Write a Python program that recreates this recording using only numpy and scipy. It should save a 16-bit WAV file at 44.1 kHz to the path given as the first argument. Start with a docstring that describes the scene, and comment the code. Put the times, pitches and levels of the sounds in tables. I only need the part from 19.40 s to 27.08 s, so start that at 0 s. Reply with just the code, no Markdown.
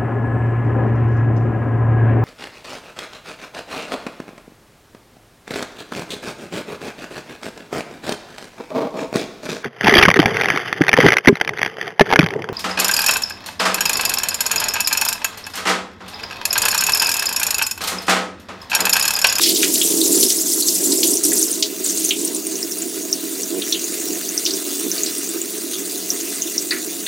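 """A top-loading washer fills in a laundry closet: random blows boom in the hollow tub's modes over a faint
pipe drone, and patchy noise hisses through the basket's resonances. Close by, someone shakes out a garment:
swells of coloured noise and crackle rustle, sharp ticks with short noise bursts snap. Bead bracelets click
as wave packets with a brief ring, and hands knock decaying modes out of the control panel."""
import sys
import numpy as np
from scipy import signal
from scipy.fft import rfft, irfft, next_fast_len
from scipy.io import wavfile
from scipy.ndimage import uniform_filter1d, map_coordinates

SR = 44100
rng = np.random.default_rng(int(sys.argv[2]) if len(sys.argv) > 2 else 0)


def store_wav(level_fs):
    """Save 16-bit WAV to argv[1]."""
    pcm = np.round(np.clip(np.atleast_2d(level_fs), -1, 1) * 32767)
    wavfile.write(sys.argv[1], SR, pcm.T.astype(np.int16))


N = 338639
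TIME_S = np.arange(N) / SR


def amp(db):
    """Decibels to gain."""
    return 10 ** (np.asarray(db) / 20)


def unit(x):
    """Scale to rms 1."""
    return x / np.sqrt(np.mean(x ** 2) + 1e-20)


def along(points, hz):
    """(f/Hz, value) points read on a log frequency axis."""
    f, v = np.transpose(points)
    return np.interp(np.log(hz + 1), np.log(f + 1), v)


def wobble(rate):
    """A smooth random curve, rate knots a second."""
    knots = rng.standard_normal(int(N * rate / SR) + 4)
    return map_coordinates(knots, [np.arange(N) * rate / SR])


def swell(start_s, length_s, attack_s, release_s):
    """A gain that rises towards 1, stops there, and falls back to 0 once its length is over."""
    t = TIME_S - start_s
    return np.clip(t / attack_s, 0, 1) * np.clip(1 - (t - length_s) / release_s, 0, 1)


def filtered(x, response):
    """x through a response given as a function of frequency."""
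    n = x.shape[-1]
    m = next_fast_len(n + 8192)
    return irfft(rfft(x, m) * response(np.fft.rfftfreq(m, 1 / SR)), m)[..., :n]


def resonances(modes, f):
    """Summed power gain of (f/Hz, width/Hz, level/dB) resonances, as amplitude."""
    return np.sqrt(sum(amp(2 * db) / (1 + ((f - hz) / (w / 2)) ** 2) ** 2 for hz, w, db in modes))


def add(track, s, sound):
    """Mix a sound into a track from time s."""
    start = int(np.clip(round(s * SR), 0, N - 1))
    track[start:start + len(sound)] += sound[:N - start]


def impacts(rate, spread_db):
    """Random tiny blows of uneven size, rate a second, rms 1."""
    hit = rng.random(N) < rate / SR
    sign = rng.choice([-1, 1], N)
    size = amp(spread_db * np.clip(rng.standard_normal(N), -2, 2))
    return unit(hit * sign * size)


def patchy(x, depth_db, band_size, time_size):
    """Noise under random gain patches, smoothed over some bands and frames."""
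    z = signal.stft(x, nperseg=256)[2]
    across_bands = uniform_filter1d(rng.standard_normal(z.shape), band_size, 0)
    field = uniform_filter1d(across_bands, time_size, 1)
    return signal.istft(z * amp(depth_db * unit(field)), nperseg=256)[1][:N]


def tick(t, hz, cycles):
    """A wave packet whose envelope peaks at 1 after twice the given cycles."""
    u = t * hz / cycles
    return (u / 2) ** 2 * np.exp(2 - u) * np.sin(2 * np.pi * hz * t)


def grains(rate, pitch_hz, octaves, cycles, spread_db):
    """Tiny ticks at random times, each a few cycles of its own pitch; rms 1."""
    when, high, low, size = rng.random((int(rate * N / SR), 4)).T
    hz = pitch_hz * 2 ** (octaves * (high - low))
    gain = amp(spread_db * np.minimum(-np.log(1 - size), 3))
    k = np.arange(SR // 200)
    ticks = gain[:, None] * tick(k / SR, hz[:, None], cycles)
    places = (when * N).astype(int)[:, None] + k
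    return unit(np.bincount(places.ravel(), ticks.ravel(), N)[:N])


def band_noise(t, pitch_hz, octaves):
    """Noise of rms 1 in a bell-shaped band."""
    bell = lambda hz: np.exp(-.5 * (np.log2((hz + 1) / pitch_hz) / octaves) ** 2)
    return unit(filtered(rng.standard_normal(len(t)), bell))


def spread(near, response):
    """A coloured source in stereo, rms 1: direct sound plus diffuse sound from the closet walls."""
    # f/Hz, left-right likeness/1
    likeness = [(40, .55), (100, .85), (200, .995), (600, .96), (1150, .9), (1600, 1)]
    turn = lambda hz: np.arccos(np.clip(along(likeness, hz), -1, 1)) / 2
    shares = lambda hz: response(hz) * [np.cos(turn(hz)), np.sin(turn(hz))]
    mid, side = filtered(np.array([unit(near), rng.standard_normal(N)]), shares)
    return unit(np.array([mid + side, mid - side]))


def closet(x, wet_db, t60_s):
    """A sound plus the closet walls' short answer: exponentially dying noise."""
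    t = np.arange(SR // 6) / SR
    tail = rng.standard_normal(len(t)) * amp(-60 * t / t60_s)
    return x + amp(wet_db) * signal.fftconvolve(x, tail / np.linalg.norm(tail))[:len(x)]


def panel():
    """Every knock of the hands rings the plastic panel's modes at new strengths over a dull rattle."""
    # knocks: t/s, relative level/dB
    knocks = [(.233, -9.5), (1.918, -15), (7.1446, -19), (7.3106, -8.5), (7.3207, -5.5), (7.3654, -13.5),
              (7.6646, -14)]
    # plastic panel modes: f/Hz, mean relative level/dB, t60/s
    modes = [(1293, -17.5, 0.026), (1731, -9, 0.11), (1950, -3, 0.094)]
    out, t = np.zeros(N), np.arange(SR // 4) / SR
    for s, db in knocks:
        ring = 0
        for hz, level_db, t60_s in modes:
            decay = amp(level_db + rng.normal(0, 2.4) - 60 * t / t60_s)
            ring = ring + decay * np.sin(2 * np.pi * (hz * t + rng.random()))
        ring = ring / np.abs(ring).max()
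        rattle = band_noise(t, pitch_hz=1860, octaves=0.43) * amp(-12.0 - 60 * t / 0.18)
        onset = 1 - np.exp(-t / 0.00054)
        add(out, s, amp(db - 6.5) * (0.69 * ring + rattle) * onset)
    return out


def jiggles():
    """Faint bead contacts at random: rows of (t/s, relative level/dB, f/Hz)."""
    per_s, mid_db, mid_hz = 2, -15, 7500
    draws = rng.random((int(per_s * N / SR), 3))
    return [(when * N / SR, mid_db + 4 * (2 * size - 1), mid_hz * 2 ** (.45 * (2 * pitch - 1)))
            for when, size, pitch in draws]


def beads():
    """Each contact is a few cycles of one pitch; the string and the closet ring on briefly."""
    # bead contacts and, near 2.95 s, bright cloth ticks: t/s, relative level/dB, f/Hz
    contacts = [(0.442, -6, 8100), (1.7712, -5.5, 6100), (1.9887, -5.5, 8580), (2.0282, -5, 6600),
                (2.1153, -9.5, 9200), (2.463, -11.5, 7000), (2.5745, -11, 6750), (2.6434, -10.5, 8900),
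                (2.6908, -8, 6120), (2.85, -7, 8600), (2.9482, -10.5, 9300), (2.9654, -11, 7500),
                (3.1556, -14, 6060), (3.2286, -10, 5300), (3.3209, -12.5, 5800), (3.4207, -12, 7350),
                (3.728, -5, 5720), (4.0325, -10.5, 5940), (4.3251, -11, 5700), (4.9775, -5, 5570),
                (5.053, -6.5, 5580), (5.1367, -12, 5700), (5.5155, -9.5, 5970), (5.6342, -6.5, 6750),
                (6.7033, -6, 5800), (7.0205, -7.5, 6400), (7.1797, -4.5, 5600)]
    out, t = np.zeros(N), np.arange(SR // 6) / SR
    for s, db, hz in [*contacts, *jiggles()]:
        contact = tick(t, hz, cycles=1.9)
        onset = 1 - np.exp(-t / 0.00042)
        ring = band_noise(t, hz, octaves=.13) * amp(-10.5 - 60 * t / 0.061) * onset
        add(out, s, amp(db + 2) * (contact + ring))
    return out


def snaps():
    """A sharp tick and its quick rebound, a short crack and the closet's dying answer."""
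    # cloth snaps and hand taps: t/s, relative level/dB, f/Hz, relative bandwidth/octaves
    events = [(.036, 0, 4500, 0.54), (.159, -6, 4460, .38), (0.2306, -5, 2560, 0.5), (.414, -7, 3270, 0.23),
              (.614, -7.5, 3980, 0.17), (.828, -5, 4730, 0.53), (.9017, -3, 5470, 0.59),
              (1.223, -9.5, 4300, 0.11), (1.284, -4.5, 5250, 0.28), (1.5196, -7, 4900, 0.27),
              (1.63, -3, 4300, 0.51), (2.2249, -1, 4440, 0.52), (2.707, -3.5, 3000, 0.29),
              (4.2191, -14, 3280, .27), (4.324, -5, 3750, 0.18), (4.347, -12, 3050, 0.17),
              (5.061, -4.5, 4260, .39), (5.107, -12, 4760, 0.33), (5.579, -14, 4460, 0.17),
              (5.661, -9.5, 4600, 0.27), (6.336, -14.5, 3550, 0.14), (7.308, -7.5, 4280, 0.17),
              (7.665, -13.5, 3660, 0.22)]
    out, t = np.zeros(N), np.arange(SR // 4) / SR
    onset = 1 - np.exp(-t / 0.00052)
    for s, db, hz, octaves in events:
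        crack = band_noise(t, hz, 1.13 * octaves) * amp(1 - 60 * t / 0.034)
        answer = band_noise(t, hz, 0.94 * octaves) * amp(-5 - 60 * t / .15)
        strike = 0.83 * tick(t, hz, cycles=0.67)
        add(out, s, amp(db - 7.5) * (strike + (crack + answer) * onset))
        rebound_s = s + rng.uniform(.003, .007)
        rebound = tick(t, hz * rng.uniform(0.99, 1.57), cycles=1.3)
        add(out, rebound_s, amp(db - 6.5) * rebound)
    return out


def fibres():
    """Cloth rubbing: patchy noise sprinkled with tiny blows."""
    rough = rng.standard_normal(N) + .45 * impacts(rate=500, spread_db=4.5)
    return patchy(rough, depth_db=3.0, band_size=7, time_size=5)


def cloth():
    """Fabric slides over itself in clumps; creases crackle, and coarse folds add a lower scrape."""
    # shakes and tugs: start t/s, length/s, rustle level before clumping/dB, fold scrape re rustle/dB
    strokes = [(0.004, .09, -18, -3.5), (0.116, 0.17, -19, -8.5), (0.295, .25, -18, -15.5),
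               (0.568, 0.31, -17, -17), (0.89, 0.12, -20, -31), (1.045, .28, -18.5, -24),
               (1.344, 0.41, -18, -24), (1.829, 0.046, -15.5, -24), (1.923, .12, -18, -34),
               (2.074, 0.089, -22.5, -15), (2.435, .07, -22, -14.5), (2.54, 0.15, -21.5, -16.5),
               (2.754, 0.089, -26, -13)]
    # swish spectrum: f/Hz, relative level/dB
    swish_points = [(1500, -52), (3500, -12), (5000, -5), (6500, 0), (9000, -0.5), (12000, -2.5),
                    (15500, -12)]
    # coarse-fold spectrum: f/Hz, relative level/dB
    fold_points = [(1500, -32), (2300, -14.5), (3000, -7.5), (4000, -5.5), (5500, -4), (8000, -53)]
    level, scraping = np.zeros(N), np.zeros(N)
    for s, length_s, db, scrape_db in strokes:
        gain = amp(db) * swell(s, length_s, attack_s=0.01, release_s=0.068)
        level = np.maximum(level, gain)
        scraping = np.maximum(scraping, gain * amp(scrape_db))
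    clumps = amp(1.32 * wobble(42.13) + 1.5 * wobble(150) - 0.37)
    rub = lambda points: unit(filtered(fibres(), lambda hz: amp(along(points, hz))))
    folds = rub(fold_points) * amp(3 * wobble(80))
    creases = grains(rate=300, pitch_hz=7400, octaves=.6, cycles=1.9, spread_db=5)
    threads = grains(rate=220, pitch_hz=12800, octaves=0.55, cycles=2.7, spread_db=8.0)
    crackle = unit(closet(creases + .36 * threads, wet_db=-1, t60_s=.05))
    # as the shaking slows, separate crackles take over from the swish
    share = np.clip(0.091 + 0.2 * TIME_S, 0, 1)  # crackle's share of power
    rustle = np.sqrt(1 - share) * rub(swish_points) + np.sqrt(share) * crackle
    return clumps * (level * rustle + scraping * folds)


def spray():
    """Fine droplets hiss on the steel basket and pick out its resonances."""
    # spray hiss: t/s, level before the fixed trim and wobble/dB
    hiss_rows = [(2.9, -30), (3.1, -30), (3.88, -30), (4.11, -29.5), (5.6, -26.5), (6.07, -29.5),
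                 (6.85, -28), (7.68, -30.5)]
    # steel basket resonances: f/Hz, width/Hz, lift/dB
    basket = [(1235, 21, 8), (2020, 120, 5), (2810, 280, 5), (3560, 23, 9), (3600, 40, -2), (4070, 38, 7.5),
              (4480, 81, 5), (4840, 57, 5), (4780, 160, 4), (5630, 62, 9), (6720, 45, 3), (9170, 120, 5.5)]
    # hiss spectrum: f/Hz, relative level/dB
    hiss_points = [(440, -39), (750, -9.5), (831, -24.5), (1010, -17), (1480, -10), (2170, -11.5),
                   (2370, -9), (3110, -11), (3580, -5.5), (5250, -6), (6360, 1.5), (11000, -4),
                   (12500, -8.5), (15000, -1.5), (16000, -5.5)]
    hiss_db = np.interp(TIME_S, *np.transpose(hiss_rows))
    lift_db = lambda f: sum(db / (1 + ((f - hz) / (w / 2)) ** 2) for hz, w, db in basket)
    colour = lambda hz: amp(along(hiss_points, hz) + lift_db(hz))
    droplets = rng.standard_normal(N) + 0.65 * impacts(rate=1100, spread_db=7.0)
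    drops = patchy(droplets, depth_db=2.4, band_size=5, time_size=9)
    level_db = hiss_db + 2.86 + 0.4 * wobble(40) + 0.54 * wobble(8.6)
    return amp(level_db) * spread(drops, colour)


def tub():
    """The falling stream pelts the tub, whose low modes boom unevenly; the inlet pipe drones steadily."""
    # hollow tub modes: f/Hz, width/Hz, relative level/dB
    tub_modes = [(197, 25, -10), (247.3, 19, -5.5), (285.7, 22, -1.5), (329.2, 45.3, 1.5),
                 (382.2, 22, -0.5), (418.5, 33.5, -3.5), (474, 30, -12.5), (557, 88, -19), (645.3, 33, -13),
                 (711, 16.6, -17), (950, 305, -28)]
    # inlet pipe resonances: f/Hz, width/Hz, relative level/dB
    pipe_modes = [(199.2, 31, -1.5), (637.4, 23, -3.5), (704, 16, -3.5), (1041, 36, -9.5)]
    # rumble spectrum: f/Hz, relative level/dB
    rumble_points = [(25, -32), (60, -37), (110, 0.5), (180, 6), (450, 10), (800, -16), (1500, -16)]
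    # drumming surges: start t/s, length/s, full lift/dB
    surges = [(0.056, 0.46, 5), (0.485, .39, 7.5), (1.136, 0.056, 6), (1.265, 0.04, 7), (1.368, 0.28, 6),
              (1.638, 0.12, 7), (1.837, 0.21, 5), (2.74, 0.28, 3), (4.086, .11, 6.5), (4.648, 0.13, 4.5),
              (5.084, 0.12, 3), (5.38, 0.21, 4)]
    start_db, sink_db_per_s = -29, 0.3941  # the drumming softens as water pools
    surge_db = sum(db * swell(s, length_s, attack_s=0.057, release_s=0.013) for s, length_s, db in surges)
    drum_db = start_db - sink_db_per_s * TIME_S + surge_db + 0.62 * wobble(25)
    boom = spread(impacts(rate=900, spread_db=3), lambda f: resonances(tub_modes, f))
    rumble = spread(rng.standard_normal(N), lambda hz: amp(along(rumble_points, hz)))
    drone = spread(rng.standard_normal(N), lambda f: resonances(pipe_modes, f))
    return amp(drum_db) * (boom + amp(-17.5) * rumble) + amp(-50) * drone


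def scene():
    """The water's low boom lies to the right; the handling is close and central."""
    # water's level balance: f/Hz, left minus right level/dB
    balance = [(30, -1), (100, -8.5), (200, -9), (380, -7), (700, -3), (1100, 0)]
    # water's phase lead: f/Hz, left ahead of right/rad
    phase_lead = [(60, .3), (250, .55), (600, .5), (900, .7), (1200, .55), (1600, 0)]

    def lean(hz):
        gain = amp(np.outer([1, -1], along(balance, hz)) / 2)
        return gain * np.exp(.5j * np.outer([1, -1], along(phase_lead, hz)))

    water = filtered(tub() + spray(), lambda hz: lean(hz) / lean(hz).mean(axis=0))
    return water + cloth() + beads() + snaps() + panel()


def record(dry):
    """The microphone sheds deep bass, the loudest clicks are rounded off and a band limit cuts the top."""
    thin = filtered(dry, lambda hz: hz ** 2 / (hz ** 2 + 42 ** 2))
    rounded = thin / (1 + np.abs(thin) ** 12) ** (1 / 12)
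    top_hz = 15850
    return filtered(rounded, lambda hz: hz < top_hz)


dry = scene()
out = record(dry)
store_wav(out)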